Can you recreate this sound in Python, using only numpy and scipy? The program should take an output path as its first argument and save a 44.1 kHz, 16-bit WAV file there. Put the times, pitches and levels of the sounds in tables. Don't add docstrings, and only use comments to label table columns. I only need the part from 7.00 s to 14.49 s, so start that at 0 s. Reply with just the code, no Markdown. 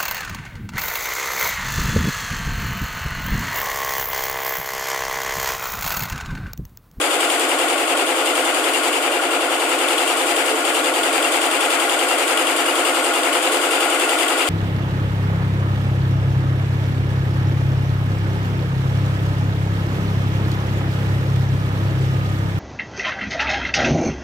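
import sys
import numpy as np
from scipy.fft import rfft, irfft, next_fast_len
from scipy.io import wavfile
from scipy.ndimage import uniform_filter1d, map_coordinates

SR = 44100
rng = np.random.default_rng(int(sys.argv[2]) if len(sys.argv) > 2 else 0)


def int16_out(signal):
    q = np.round(np.clip(np.atleast_2d(signal).T, -1, 1) * 32767)
    wavfile.write(sys.argv[1], SR, q.astype(np.int16))


N = 330309


def shaft_turns(shaft_hz, speed_up_s=5.0, hz_per_s=.021):
    t = np.arange(N) / SR
    speed = shaft_hz + hz_per_s * np.maximum(t - speed_up_s, 0)
    return .002 + np.cumsum(speed) / SR


# angle/turns, level/dB, f/Hz, t60/s
TURN_KNOCKS = [(.005, -0.5, 330, 0.046), (.0, -4, 1095, 0.058), (0.161, 4, 647, 0.07),
               (0.161, -6.5, 824, 0.036), (.21, -1, 515, 0.025), (.24, -2, 1196, 0.044),
               (0.264, -3.5, 765, 0.056), (0.293, -2.5, 349, 0.04), (0.372, -1, 548, 0.055),
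               (0.388, 3, 1001, 0.025), (.392, 6.5, 1372, 0.022), (0.422, -1.5, 354.7, 0.045),
               (0.46, 3.5, 738, 0.026), (.52, 4, 527, 0.044), (.54, -1.5, 882, 0.028),
               (.6, -8, 1275, 0.028), (.67, 5, 706, 0.062), (0.681, 2.5, 337.4, 0.027),
               (.71, 0.5, 473, 0.027), (0.821, -4, 510, 0.026), (0.871, -1, 309, 0.028),
               (.89, -1, 610, 0.051), (.89, 2, 1427, 0.065), (.96, 3, 689, 0.047)]
# f/Hz, width/Hz, level/dB
FRAME_MODES = [(273.7, 34, -2), (335, 63, 0), (422, 18, -9.5), (445, 15, -1.5), (485, 38, -8),
               (514.6, 18, 0.5), (573.6, 17, -1.5), (621, 35, -2.5), (666, 26, -3.5), (696.2, 13.5, 5),
               (736, 30, -2), (767, 11, -3.5), (817, 29, 0), (867, 13, -4), (905, 9.2, 1), (951, 20, -7),
               (1005, 18, -2.5), (1052, 11, -10), (1085, 9.2, -1), (1119, 27, -3), (1155, 24, -12.5),
               (1260, 17, -2), (1353, 33, -8), (1414, 39, -1.5), (1480, 19, -17.5), (1616, 33, -10.5),
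               (1980, 130, -13.5)]
def knocking(turns, shaft_hz, echo_t60, echo_db, rise_s, size=4096):
    one_turn = np.zeros((2, size))
    for share, db, hz, t60 in TURN_KNOCKS:
        age = (np.arange(size) / size - share) % 1 / shaft_hz
        ring = amp(db - 60 * age / t60) * (1 - np.exp(-age / rise_s))
        phase = 2 * np.pi * hz * age
        one_turn += ring * np.array([np.sin(phase), rng.choice([-1, 1]) * np.cos(phase)])
        one_turn += amp(db + echo_db - 60 * age / echo_t60) * rng.standard_normal((2, size))
    orders = rfft(one_turn)
    order_hz = np.arange(size // 2 + 1) * shaft_hz
    power = np.abs(orders) ** 2
    flattened = orders / np.sqrt(np.abs(power + uniform_filter1d(power, size=3)) + 1e-9)
    one_turn = irfft(resonance(FRAME_MODES, order_hz) * flattened)
    play, wander = .0004 * wobble(45), .003 * wobble(1.5)
    place = (turns + play + wander) % 1 * size
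    pair = np.array([map_coordinates(side, [place], mode="grid-wrap") for side in one_turn])
    return unit(spread(pair) * amp(0.35 * wobble(25)))


def throbbing(knocks, from_s=5.2, full_s=6.8, boost_db=1, throb_hz=345):
    progress = np.clip((np.arange(N) / SR - from_s) / (full_s - from_s), 0, 1)
    throb = filtered(knocks, lambda hz: resonance([(throb_hz, 80, 0)], hz))
    return knocks + (amp(boost_db * progress) - 1) * throb


def hardening(frame, middle_s=3.9, over_s=0.89, soft_db=-0.5, hard_db=1.5):
    progress = np.clip((np.arange(N) / SR - middle_s) / over_s + .5, 0, 1)
    treble_db = soft_db + (hard_db - soft_db) * progress
    treble = filtered(frame, lambda hz: 1 - lowpass(hz, 1270, 8))
    return frame + (amp(treble_db) - 1) * treble


# f/Hz, level/dB
RATTLE_SPECTRUM = [(250, -10), (340, -4.5), (520, 3), (620, -2.5), (695, -3.5), (770, 2), (850, -2.5),
                   (970, -7), (1350, 0), (1600, -5), (2500, -15.5), (6000, -57)]
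def rattling(friction, frame_db, drive):
    chatter = gritty(grit_db=-0.5, grain_hz=225.4) * (1 + drive * friction)
    frame_gain = lambda hz: np.hypot(1, amp(frame_db) * resonance(FRAME_MODES, hz))
    return unit(filtered(chatter, lambda hz: amp(along(RATTLE_SPECTRUM, hz)) * frame_gain(hz)))


def stroke(turns, grip=0.18, attack=0.1, let_go=0.65, release=0.26, idle_db=-11.5):
    angle = turns % 1
    slack = np.maximum((grip - angle) / attack, (angle - let_go) / release)
    return amp(idle_db * np.clip(slack, 0, 1))


# t/s, half-length/s, hiss drop/dB, chatter drop/dB
PRESSURE_SPELLS = [(.36, 0.14, -0.8, -0.7), (.97, 0.3, 1.4, 0.4), (2.34, 0.34, 3, 1),
                   (2.92, 0.11, -.5, -1.4), (3.586, 0.041, 2.5, 2.5), (3.93, .04, 1, 2.5),
                   (4.396, 0.21, 0, -0.1), (5.3, 0.18, -0.5, -0.7), (6.1, 0.46, 0.5, 0.4),
                   (6.9, 0.3, -0.1, -0.2), (7.424, 0.085, 1, -0.5)]
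def pressure():
    t = np.arange(N) / SR
    return -sum(np.outer(drops_db, np.exp(-((t - s) / length) ** 2))
                for s, length, *drops_db in PRESSURE_SPELLS)


# f/Hz, level/dB
RASP_AT_LEFT_MIC = [(900, 3), (1400, 0), (1750, -6), (2200, -1.5), (2850, -3), (3450, -6), (3950, -15.5),
                    (4750, -13), (5900, -23), (7000, -19), (8200, -10), (9400, -12), (13000, -26),
                    (15400, -28.5)]
# f/Hz, level/dB
RASP_AT_RIGHT_MIC = [(900, 1.5), (1400, -8.5), (1750, -11.5), (2800, -12), (3500, -14.5), (4200, -17),
                     (5800, -23.5), (6500, -15.5), (7200, -10), (8200, -12.5), (9400, -20.5), (11700, -24),
                     (13200, -28.5), (15400, -23.5)]
def rasping(turns, wash_db, low_hz, coarse_hz, lag_turns, hiss_hz):
    uneven_db = .9 * wobble(15) + .65 * wobble(7)
    fine = gritty(grit_db=1.9, grain_hz=594.0) * stroke(turns) * amp(uneven_db)
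    coarse_db = 1.5 * np.sin(2 * np.pi * (turns - .35)) + 0.56 * wobble(14)
    coarse = gritty(grit_db=-2.0, grain_hz=299.4) * stroke(turns - lag_turns) * amp(coarse_db)
    scrape = filtered(fine, lambda hz: np.sqrt(1 - lowpass(hz, coarse_hz, 8)))
    scrape += filtered(coarse, lambda hz: np.sqrt(lowpass(hz, coarse_hz, 8)))
    wash = amp(wash_db) * gritty(grit_db=0.5, grain_hz=298.0)
    hiss_db, chatter_db = pressure()
    snap = snapping(turns) * amp(2.2 * hiss_db)
    steel = singing(turns, ring_db=-0.5, swell_db=3.5, waver=0.001495)
    at_mics = lambda hz: amp([along(RASP_AT_LEFT_MIC, hz), along(RASP_AT_RIGHT_MIC, hz)])
    rasp = filtered(scrape + wash + snap + steel, lambda hz: at_mics(hz) * (1 - lowpass(hz, low_hz, 4)))
    chatter = filtered(rasp, lambda hz: lowpass(hz, hiss_hz, 8))
    hiss = rasp - chatter
    return unit(amp(chatter_db) * chatter + amp(hiss_db) * hiss)


# angle/turns, half-length/turns, f/Hz, width/Hz, level/dB, scatter/dB
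STEEL_CONTACTS = [(.155, 0.046, 10200, 3200, 9, -0.5), (.165, 0.03, 3280, 650, 8.5, 2.5),
                  (.16, 0.025, 5060, 350, 5, 1), (.39, 0.021, 2850, 400, 4, 4), (.62, .04, 2030, 160, 0, 4),
                  (.635, 0.045, 7700, 1500, -6, 7), (.68, .05, 3950, 280, 3, 7),
                  (.77, 0.024, 2080, 200, -2, 10), (.945, 0.018, 8500, 4200, -33, 6)]
def snapping(turns):
    bursts = np.zeros((2, N))
    for share, length, centre_hz, width_hz, db, scatter_db in STEEL_CONTACTS:
        force = rng.standard_normal(int(turns[-1]) + 1).clip(-2, 1.5)
        force_db = db + scatter_db * force[turns.astype(int)]
        bite = np.exp(-((turns % 1 - share) / length) ** 2) * amp(force_db)
        noise = bite * rng.standard_normal((2, N))
        bursts += filtered(noise, lambda hz: resonance([(centre_hz, width_hz, 0)], hz))
    return bursts


# f/Hz, width/Hz, level/dB
STEEL_MODES = [(2175, 28, -9), (2800, 66, -0.5), (3010, 120, -3.5), (3530, 22, 5.5), (4620, 25, 7),
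               (4820, 44, 3), (4880, 21, 6.5), (5650, 26, 11.5), (6850, 40, 6.5), (7240, 38, 0),
               (8310, 57, 2.5), (9200, 430, 1.5), (10750, 140, 7.5), (11500, 90, 7.5), (12200, 80, 7)]
def singing(turns, ring_db, swell_db, waver):
    drive = rng.standard_normal((2, N)) * (stroke(turns - .03) + 0.36) * amp(ring_db)
    low_drive = filtered(drive, lambda hz: lowpass(hz, 3900, 12))
    drive += (amp(swell_db * wobble(15)) - 1) * low_drive
    ringing = filtered(drive, lambda hz: resonance(STEEL_MODES, hz))
    place = np.arange(N) + np.cumsum(waver * wobble(20))
    return np.array([map_coordinates(side, [place], mode="mirror") for side in ringing])


# angle/turns, f/Hz, level/dB
STROKE_CLINKS = [(0.121, 2822, -26), (0.139, 3264, -30), (.37, 2816, -25), (.52, 2813, -26.5),
                 (.69, 2640, -29.5)]
def clinking(turns, scatter_hz=55, scatter_db=2, t60=0.071, rise_s=0.0016):
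    age = np.arange(SR // 8) / SR
    _, pressure_db = pressure()
    clinks = np.zeros(N + len(age))
    for share, hz, level_db in STROKE_CLINKS:
        starts = np.searchsorted(turns, np.arange(int(turns[-1])) + share).clip(0, N - 1)
        for start, (force, detune) in zip(starts, rng.standard_normal((len(starts), 2))):
            db = level_db + scatter_db * force + pressure_db[start]
            ring = amp(db - 60 * age / t60) * np.sin(2 * np.pi * (hz + scatter_hz * detune) * age)
            clinks[start:start + len(age)] += ring * (1 - np.exp(-age / rise_s))
    return clinks[:N]


# t/s, level/dB, f/Hz, half-length/s, left microphone over right/dB
TONE_SWELLS = [(.619, -24, 2820, .008, 14), (1.03, -22, 410, 0.011, 2), (1.751, -25, 2780, 0.0094, 19),
               (3.078, -39, 2725, 0.0082, 3), (3.54, -21.5, 441, 0.031, -5), (4.252, -23, 2760, 0.011, 15),
               (5.11, -24, 2740, 0.021, 10), (5.481, -24.5, 2790, 0.011, 7), (5.684, -24, 2890, 0.011, 8),
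               (5.863, -30, 8300, .02, 4), (5.98, -29, 8200, .012, 4), (6.045, -27.5, 8220, 0.028, 4),
               (7.029, -28, 385, 0.01, 5), (7.037, -25, 2700, 0.012, 13), (7.415, -27, 2750, .014, 5)]
def tone_swells():
    t = np.arange(N) / SR
    tones = np.zeros((2, N))
    for s, db, hz, length, left_db in TONE_SWELLS:
        envelope = amp(db) * np.exp(-((t - s) / length) ** 2)
        tones += pan(left_db) * envelope * np.sin(2 * np.pi * hz * t + rng.uniform(0, 2 * np.pi))
    return tones


def room_rumble():
    return unit(filtered(gritty(grit_db=0, grain_hz=9.8), lambda hz: lowpass(hz, 220, 4)))


# f/Hz, correlation/0..1
MIC_LIKENESS = [(250, 0.99), (380, 0.92), (700, 0.79), (1290, 0.42), (2400, 0.083), (4400, 0.083),
                (8000, 0)]
def spread(pair):
    angle = lambda hz: np.arccos(np.clip(along(MIC_LIKENESS, hz), -1, 1)) / 2
    mid, side = filtered(pair, lambda hz: np.array([np.cos(angle(hz)), np.sin(angle(hz))]))
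    return np.array([mid + side, mid - side])


def pan(left_db):
    return amp([[left_db / 2], [-left_db / 2]])


def gritty(grit_db, grain_hz):
    return unit(spread(rng.standard_normal((2, N))) * amp(grit_db * wobble(grain_hz)))


def wobble(rate):
    return map_coordinates(rng.standard_normal(int(N * rate / SR) + 4), [np.arange(N) * rate / SR])


def resonance(modes, hz):
    return np.sqrt(sum(amp(db) ** 2 / (1 + 2 * ((hz - centre) / width) ** 2) ** 2
                       for centre, width, db in modes))


def lowpass(hz, edge_hz, order):
    return 1 / (1 + (hz / edge_hz) ** order)


def filtered(x, response):
    size = next_fast_len(N + SR // 2)
    return irfft(rfft(x, size) * response(np.fft.rfftfreq(size, 1 / SR)), size)[..., :N]


def along(points, hz):
    point_hz, values = np.transpose(points)
    return np.interp(np.log(hz + 1), np.log(point_hz + 1), values)


def amp(db):
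    return 10 ** (np.asarray(db) / 20)


def unit(x):
    return x / np.sqrt(np.mean(x ** 2) + 1e-20)


def scene():
    shaft_hz = 10.4478
    turns = shaft_turns(shaft_hz)
    knocks = amp(-23.5) * throbbing(knocking(turns, shaft_hz, echo_t60=0.15, echo_db=-16, rise_s=0.003))
    rattle = amp(-25.5) * rattling(stroke(turns), frame_db=3.5, drive=0.12)
    frame = pan(left_db=0.5) * hardening(knocks + rattle)
    rasp = amp(-21) * rasping(turns, wash_db=-1, low_hz=1290, coarse_hz=2600, lag_turns=0.16,
                              hiss_hz=4300)
    rumble = amp(-47) * room_rumble()
    clinks = pan(left_db=7) * clinking(turns)
    return frame + rasp + clinks + tone_swells() + rumble


def record(dry, low_hz=272.4, top_hz=15550):
    bass_cut = [(30, -34), (140, -36), (200, -23), (250, -16), (low_hz - 8, -13), (low_hz, 0)]
    thin = filtered(dry, lambda hz: amp(along(bass_cut, hz)))
    return filtered(thin, lambda hz: hz < top_hz)


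dry = scene()
out = record(dry)
int16_out(out)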